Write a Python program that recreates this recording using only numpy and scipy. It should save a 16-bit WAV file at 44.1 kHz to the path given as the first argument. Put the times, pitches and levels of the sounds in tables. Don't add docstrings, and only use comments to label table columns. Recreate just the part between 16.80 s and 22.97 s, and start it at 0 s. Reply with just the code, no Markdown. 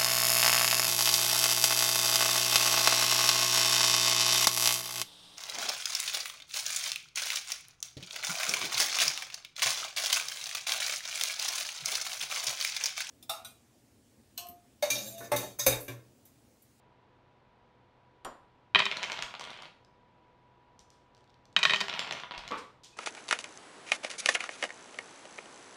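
import sys
import numpy as np
from scipy import signal
from scipy.fft import rfft, irfft, next_fast_len
from scipy.io import wavfile
from scipy.ndimage import map_coordinates

SR = 44100
rng = np.random.default_rng(int(sys.argv[2]) if len(sys.argv) > 2 else 0)


def wav_record(signal):
    frames = np.transpose(np.atleast_2d(signal))
    bounded = np.clip(frames, -1, 1)
    quanta = np.round(bounded * 32767).astype(np.int16)
    wavfile.write(sys.argv[1], SR, quanta)


N = 272035
TIME = np.arange(N) / SR
HIT_SIZE = 8192

# time in s, nominal peak in dB, treble share in dB.
TOWER_HITS = [(1.947, -4, -43), (1.956, -3.5, -44), (1.988, -13, -33), (1.992, -13.5, -29),
              (2.001, -9.5, -44), (2.019, -16.5, -45), (2.054, -15.5, -25.5), (2.063, -13.5, -39),
              (4.763, -4.5, -35), (4.789, -22, -24), (4.829, -8, -30.5), (4.834, -13, -21.5),
              (4.851, -4.5, -36.5), (4.895, -12, -33.5), (4.906, -12, -31.5), (4.92, -17.5, -38),
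              (4.934, -9.5, -31.5), (4.943, -13, -30), (4.959, -15.5, -28.5), (5.004, -18, -24),
              (5.01, -14.5, -29)]
# frequency in Hz, width in Hz, relative strength in dB.
TOWER_MODES = [(143, 4.4, 12.5), (176, 6.5, 16.5), (205, 16, 13), (391, 8.8, 13), (397.8, 3.6, 19),
               (625.5, 32, 11.5), (995, 58, 9.5), (1100, 40, 7), (1375, 77, 1), (1843, 26, 14),
               (1953, 34, 12), (2471, 90, 15.5), (3074, 85, 15), (3794, 58, 14), (4500, 90, 3)]
# frequency in Hz, relative gain in dB.
TOWER_COLOUR = [(50, -41), (130, -15.5), (300, -20.5), (600, -14), (1100, -5), (2000, -4), (2900, -5),
                (3700, -4.5), (4600, -8.5), (7500, -22.5), (10000, -36.5), (12500, -41), (15500, -51.5)]
# time in s, nominal peak in dB, treble share in dB,
# drop from the first clack to the second in dB.
BOUNCES = [(2.113, -17, -27.5, 4), (2.169, -21, -21, 14), (2.229, -20, -21, 1), (2.234, -20, -26, 5),
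           (2.298, -22.5, -25, 11), (2.318, -20.5, -19.5, 5), (2.373, -26, -27, 5),
           (2.389, -23.5, -23.5, 14), (2.423, -18.5, -19.5, 11), (2.539, -27, -25, 3),
           (2.595, -29, -18, 10), (2.609, -27.5, -17, 9), (2.639, -29.5, -17, 3), (2.703, -32.5, -17, 3),
           (2.821, -37, -14, 8), (5.082, -21.5, -26, 5), (5.096, -20.5, -26, 12), (5.138, -20.5, -26.5, 7),
           (5.192, -15.5, -21, 9.5), (5.309, -19.5, -26, 10), (5.323, -22, -20, 7), (5.434, -25.5, -39, 5),
           (5.509, -25.5, -31, 2.5), (5.578, -32, -14.5, 7), (5.677, -28.5, -17, 4), (5.712, -29, -18.5, 4)]
# start in s, end in s, level at the start in dB.
ROLLS = [(2.101, 2.513, -41.5), (2.609, 2.87, -46.5), (5.021, 5.06, -37.5), (5.11, 5.42, -39.5),
         (5.519, 5.67, -44.5)]
# frequency in Hz, width in Hz, relative strength in dB.
BENCH_MODES = [(188, 142, 16.5), (372, 41, 11), (633, 45, 9.5), (970, 43, 13), (1127, 50, 9),
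               (1408, 18, 12.5), (2153, 37, 8.5), (2396, 89, -3), (3500, 100, -2)]
# frequency in Hz, relative gain in dB.
BENCH_COLOUR = [(50, -41), (130, -10.5), (300, -14), (700, 1.5), (1500, 2), (3200, 5.5), (4500, -3),
                (7500, -21), (10000, -33), (12500, -41.5), (15500, -39)]
# frequency in Hz, share of the knock dB (a ratio).
KNOCK_SHARE = [(1100, 0.64), (2400, 0)]
# frequency in Hz, share of the snap dB (a ratio).
SNAP_SHARE = [(3300, 0), (6500, 1.36), (12000, 1.5)]
# time in s, level in dB before the rise, t60 in s.
CLINK = [(1.4479, -37.5, 0.027)]
# frequency in Hz, relative gain in dB.
CLINK_COLOUR = [(500, 1), (1600, 2), (3200, 4.5), (4500, -2), (6500, -10), (7500, -8), (8500, -1),
                (10000, -18), (12500, -16), (15500, -23.5)]
# frequency in Hz, relative level in dB, t60 in s.
STEEL_TONES = [(3200, -12, 0.21), (4930, -18, 0.32), (5690, -10, 0.18), (7030, -8, 0.25), (7477, -16, 0.3),
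               (8340, -1.5, 0.051), (9600, -1, 0.047), (10410, -26, 0.42), (11050, -10, 0.11),
               (12200, -14, 0.12), (12720, -17, .14)]
# time in s, level in dB before the rise, t60 in s.
SET_DOWN = [(1.4485, -36.5, 0.2)]
# frequency in Hz, relative gain in dB.
SET_DOWN_COLOUR = [(100, -13), (220, -10), (310, 2.5), (410, -8), (520, -0.5), (800, -0.5), (1200, -0.5),
                   (1800, -12.5), (3000, -26.5), (6000, -48)]
# time in s, level in dB before the rise, t60 in s.
THUDS = [(5.707, -35.5, 0.1), (5.719, -33, 0.09), (5.741, -34.5, 0.054), (5.754, -40, 0.066),
         (5.775, -43.5, .08)]
# frequency in Hz, relative gain in dB.
THUD_COLOUR = [(100, -33), (200, -6), (420, -4.5), (495, 7.5), (620, -16), (750, -6), (950, 2.5), (1150, 1),
               (1420, -4.5), (1550, -6.5), (2500, -11.5), (4000, -20), (8000, -66)]
# time in s, nominal peak in dB.
DIE_CLICKS = [(3.047, -48.5), (3.9916, -39.5), (4.1024, -44), (4.141, -56.5), (4.3477, -48), (4.367, -51.5),
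              (4.4752, -54), (4.6538, -46.5), (4.7269, -50), (6.034, -43.5), (6.045, -38.5)]
# start in s, end in s, level in dB.
JOSTLE = (4.37, 4.56, -67)
# frequency in Hz, relative gain in dB.
DIE_COLOUR = [(100, -41), (1000, -19.5), (2500, -11.5), (3700, -2), (5500, -0.5), (8000, -10),
              (11000, -23.5), (13000, -22), (15500, -41.5)]
# time in s, level in dB before the rise, t60 in s.
SWEEPS = [(3.996, -56.5, .1), (4.11, -71, 0.45), (4.37, -73, 0.16), (5.772, -45, 0.16), (6.034, -48, 0.21),
          (6.1, -70, 0.44)]
# frequency in Hz, relative gain in dB.
SWEEP_COLOUR = [(300, -17), (2000, -7), (3500, 5.5), (5000, 3.5), (8500, -4), (12000, -22), (15000, -30.5)]
# time in s, level in dB before the rise, t60 in s.
SQUEAK = [(6.125, -61, .6)]
# frequency in Hz, relative gain in dB.
SQUEAK_COLOUR = [(2100, -56), (2450, 2), (2600, 1), (3000, -56)]
# time in s, level in dB before the rise, t60 in s.
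SHUDDERS = [(2.43, -58, .3), (5.57, -55, .45)]
# frequency in Hz, relative gain in dB.
SHUDDER_COLOUR = [(15, -26), (35, -2), (55, -7), (100, -25), (300, -80)]
# frequency in Hz, mean rms level in dB.
FAN = [(125, -76), (500.6, -78.5), (818, -84.5)]
# frequency in Hz, relative gain in dB.
AIR = [(12, -49.5), (20, -11.5), (124, -4.5), (155, -8.5), (263, -8), (294, -11.5), (347, -8), (377, -10),
       (457, -10), (497, -11), (713, -11), (994, -10), (1110, -15), (3550, -26.5), (15000, -63.5)]
# frequency in Hz, gain in dB.
BAND_LIMIT = [(11000, 0), (12700, -1.5), (14500, -6), (15500, -13), (15900, -60), (16500, -120)]

TOUCH_S = .001
BENCH_CREST_DB = 10
TIP_S, TIP_SPREAD_S = .0102, .0012
SLOWING_DB_PER_S = 15.5
TAP_T60_S, TAP_SPREAD_DB = .015, 5.5
WHINE_HZ, WHINE_DB, SWELL_DB, SWELL_AT_S, SWELL_WIDTH_S = 976, -73.5, 4, 3.9, .7


def tower():
    hits = blows(TOWER_HITS, crest_db=9.5, firm_db=-8.5, dulling=0.35, face_db=-32)
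    near = contacts(hits, TOWER_COLOUR, TOWER_MODES, ring_db=2.5, grain_db=0.5, grain_t60=.026,
                    scatter_db=3.5, tint_db=3.0)
    far = contacts(hits, TOWER_COLOUR, TOWER_MODES, ring_db=-8.0, grain_db=-11.5, grain_t60=.02,
                   scatter_db=4.0, tint_db=1.5)
    echo = workshop(far, wet_db=-8.0) - far
    return near + echo


def bounces(tip_dull_db=1):
    gaps = TIP_S + TIP_SPREAD_S * rng.uniform(-1, 1, len(BOUNCES))
    clacks = []
    for (s, peak, treble, loss), gap in zip(BOUNCES, gaps):
        clacks.append((s, peak, treble))
        clacks.append((s + gap, peak - loss, treble - tip_dull_db))
    landings = blows(clacks, BENCH_CREST_DB, firm_db=-31.5, dulling=0.76, face_db=-26.5)
    hits = contacts(landings, BENCH_COLOUR, BENCH_MODES, ring_db=-3.0, grain_db=-6.0, grain_t60=0.022,
                    scatter_db=2, tint_db=4.0)
    return workshop(hits, wet_db=-4)


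def tumbling(rate=100, knock_db=2, knock_spread_db=2.0, snap_db=-3, snap_spread_db=8):
    taps = []
    for start, end, db in ROLLS:
        count = int((end - start) * rate)
        jitter, size, knock, snap = rng.uniform(-1, 1, (count, 4)).T
        age = (np.arange(count) + (1 + jitter) / 2) / rate
        level = db - SLOWING_DB_PER_S * age + TAP_SPREAD_DB * size
        knocks = knock_db + knock_spread_db * knock
        snaps = snap_db + snap_spread_db * snap
        taps += list(zip(start + age, level, knocks, snaps))
    hits = contacts(taps, BENCH_COLOUR, BENCH_MODES, ring_db=-3, grain_db=-1.0, grain_t60=TAP_T60_S,
                    scatter_db=3, tint_db=1.0)
    return workshop(hits, wet_db=-1.0)


def square():
    track, t = np.zeros(N), np.arange(SR // 2) / SR
    ring = np.zeros(len(t))
    for hz, db, t60 in STEEL_TONES:
        ring += amp(db) * fade(t, t60) * np.sin(2 * np.pi * (hz * t + rng.random()))
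    add(track, CLINK[0][0], amp(-45.5) * ring)
    clink = workshop(bursts(CLINK, CLINK_COLOUR, rise=0.00044), wet_db=-7.0)
    knock = workshop(bursts(SET_DOWN, SET_DOWN_COLOUR, rise=.0015), wet_db=-3.5)
    return track + clink + knock


def thuds():
    return workshop(bursts(THUDS, THUD_COLOUR, rise=0.00099), wet_db=0)


def hand():
    clicks = contacts(die_touches(), DIE_COLOUR, [], ring_db=0, grain_db=-5.5, grain_t60=.006,
                      scatter_db=0, tint_db=3)
    brush = bursts(SWEEPS, SWEEP_COLOUR, rise=0.0076)
    squeak = bursts(SQUEAK, SQUEAK_COLOUR, rise=0.011)
    shudder = bursts(SHUDDERS, SHUDDER_COLOUR, rise=0.0082)
    return workshop(clicks + brush + squeak, wet_db=-5.5) + shudder


def background(waver_db=1.0):
    whine_db = WHINE_DB + SWELL_DB * np.exp(-((TIME - SWELL_AT_S) / SWELL_WIDTH_S) ** 2)
    tones = np.zeros(N)
    for hz, db in FAN + [(WHINE_HZ, whine_db)]:
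        level = amp(db + waver_db * wobble(1.2)) * np.sqrt(2)
        tones += level * np.sin(2 * np.pi * hz * TIME + .5 * wobble(3.5))
    return tones + amp(-65) * noise(AIR)


def blows(rows, crest_db, firm_db, dulling, face_db):
    return [(s + TOUCH_S, peak - crest_db, dulling * (firm_db - peak), treble - face_db)
            for s, peak, treble in rows]


def die_touches(crest_db=13, firm_db=-45, sharpening=.7, spread_db=3, snap_db=-7, count=6):
    touches = [(s + TOUCH_S, peak - crest_db, 0, sharpening * (peak - firm_db)) for s, peak in DIE_CLICKS]
    start, end, db = JOSTLE
    for k, (u, v) in enumerate(rng.random((count, 2))):
        s = start + (end - start) * (k + u) / count
        touches.append((s, db + spread_db * (2 * v - 1), 0, snap_db))
    return touches


def contacts(rows, colour, modes, ring_db, grain_db, grain_t60, scatter_db, tint_db):
    track, t, hz = np.zeros(N), np.arange(HIT_SIZE) / SR, np.fft.rfftfreq(HIT_SIZE, 1 / SR)
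    resonances = [amp(db + ring_db) * 1j * hz * width / (centre ** 2 - hz ** 2 + 1j * hz * width)
                  for centre, width, db in modes]
    resonances = np.array(resonances).reshape(-1, len(hz))
    base, knock, snap = along(colour, hz), along(KNOCK_SHARE, hz), along(SNAP_SHARE, hz)
    grain = fade(t, grain_t60) * (t > .0006)
    grain *= amp(grain_db) / np.linalg.norm(grain)
    bending = np.exp(-1j * np.sqrt(hz / 14))
    knots = np.arange(0, SR / 2, 600)
    attack = round(.003 * SR)
    for s, db, knock_db, snap_db in rows:
        signs = rng.choice([-1, 1], len(modes))
        strengths = signs * amp(scatter_db * rng.standard_normal(len(modes)))
        tint = tint_db * np.interp(hz, knots, rng.standard_normal(len(knots)))
        body = 1 + rfft(grain * rng.standard_normal(HIT_SIZE)) + strengths @ resonances
        push = causal(base + tint + knock_db * knock + snap_db * snap)
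        hit = irfft(body * bending * push)
        add(track, s, amp(db) * hit / np.sqrt(np.mean(hit[:attack] ** 2)))
    return track


def causal(db):
    cepstrum = irfft(np.log(amp(db)))
    cepstrum[1:HIT_SIZE // 2] *= 2
    cepstrum[HIT_SIZE // 2 + 1:] = 0
    return np.exp(rfft(cepstrum))


def bursts(rows, colour, rise):
    level, t = np.zeros(N), np.arange(SR // 2) / SR
    for s, db, t60 in rows:
        add(level, s, amp(db) * fade(t, t60) * (1 - np.exp(-t / rise)))
    return level * noise(colour)


def workshop(x, wet_db, t60=0.41, gap=0.0026):
    t, block = np.arange(SR // 2) / SR, SR // 20
    shape = fade(t, t60) * np.clip(t / gap - 1, 0, 1)
    shape *= amp(wet_db) / np.linalg.norm(shape)
    out = x.copy()
    for start in range(0, N, block):
        part = x[start:start + block]
        if np.abs(part).max() > 1e-5:
            tail = shape * rng.standard_normal(len(t))
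            add(out, start / SR, signal.fftconvolve(part, tail))
    return out


def noise(colour):
    size = next_fast_len(N)
    gain = amp(along(colour, np.fft.rfftfreq(size, 1 / SR)))
    return unit(irfft(rfft(rng.standard_normal(size)) * gain, size)[:N])


def wobble(rate):
    return map_coordinates(rng.standard_normal(int(N * rate / SR) + 4), [TIME * rate])


def fade(t, t60):
    return np.exp(-np.log(1000) * t / t60)


def add(track, s, sound):
    part = track[max(round(s * SR), 0):][:len(sound)]
    part += sound[:len(part)]


def along(points, hz):
    f, v = np.transpose(points)
    return np.interp(np.log(hz + 1), np.log(f + 1), v)


def amp(db):
    return 10 ** (np.asarray(db) / 20)


def unit(x):
    return x / np.sqrt(np.mean(x ** 2) + 1e-20)


def scene():
    dice = tower() + bounces() + tumbling()
    handling = square() + thuds() + hand()
    return (dice + handling + background())[None]


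def record(dry):
    size = next_fast_len(N + SR // 2)
    gain = amp(along(BAND_LIMIT, np.fft.rfftfreq(size, 1 / SR)))
    return irfft(rfft(dry, size) * gain, size)[:, :N]


dry = scene()
out = record(dry)
wav_record(out)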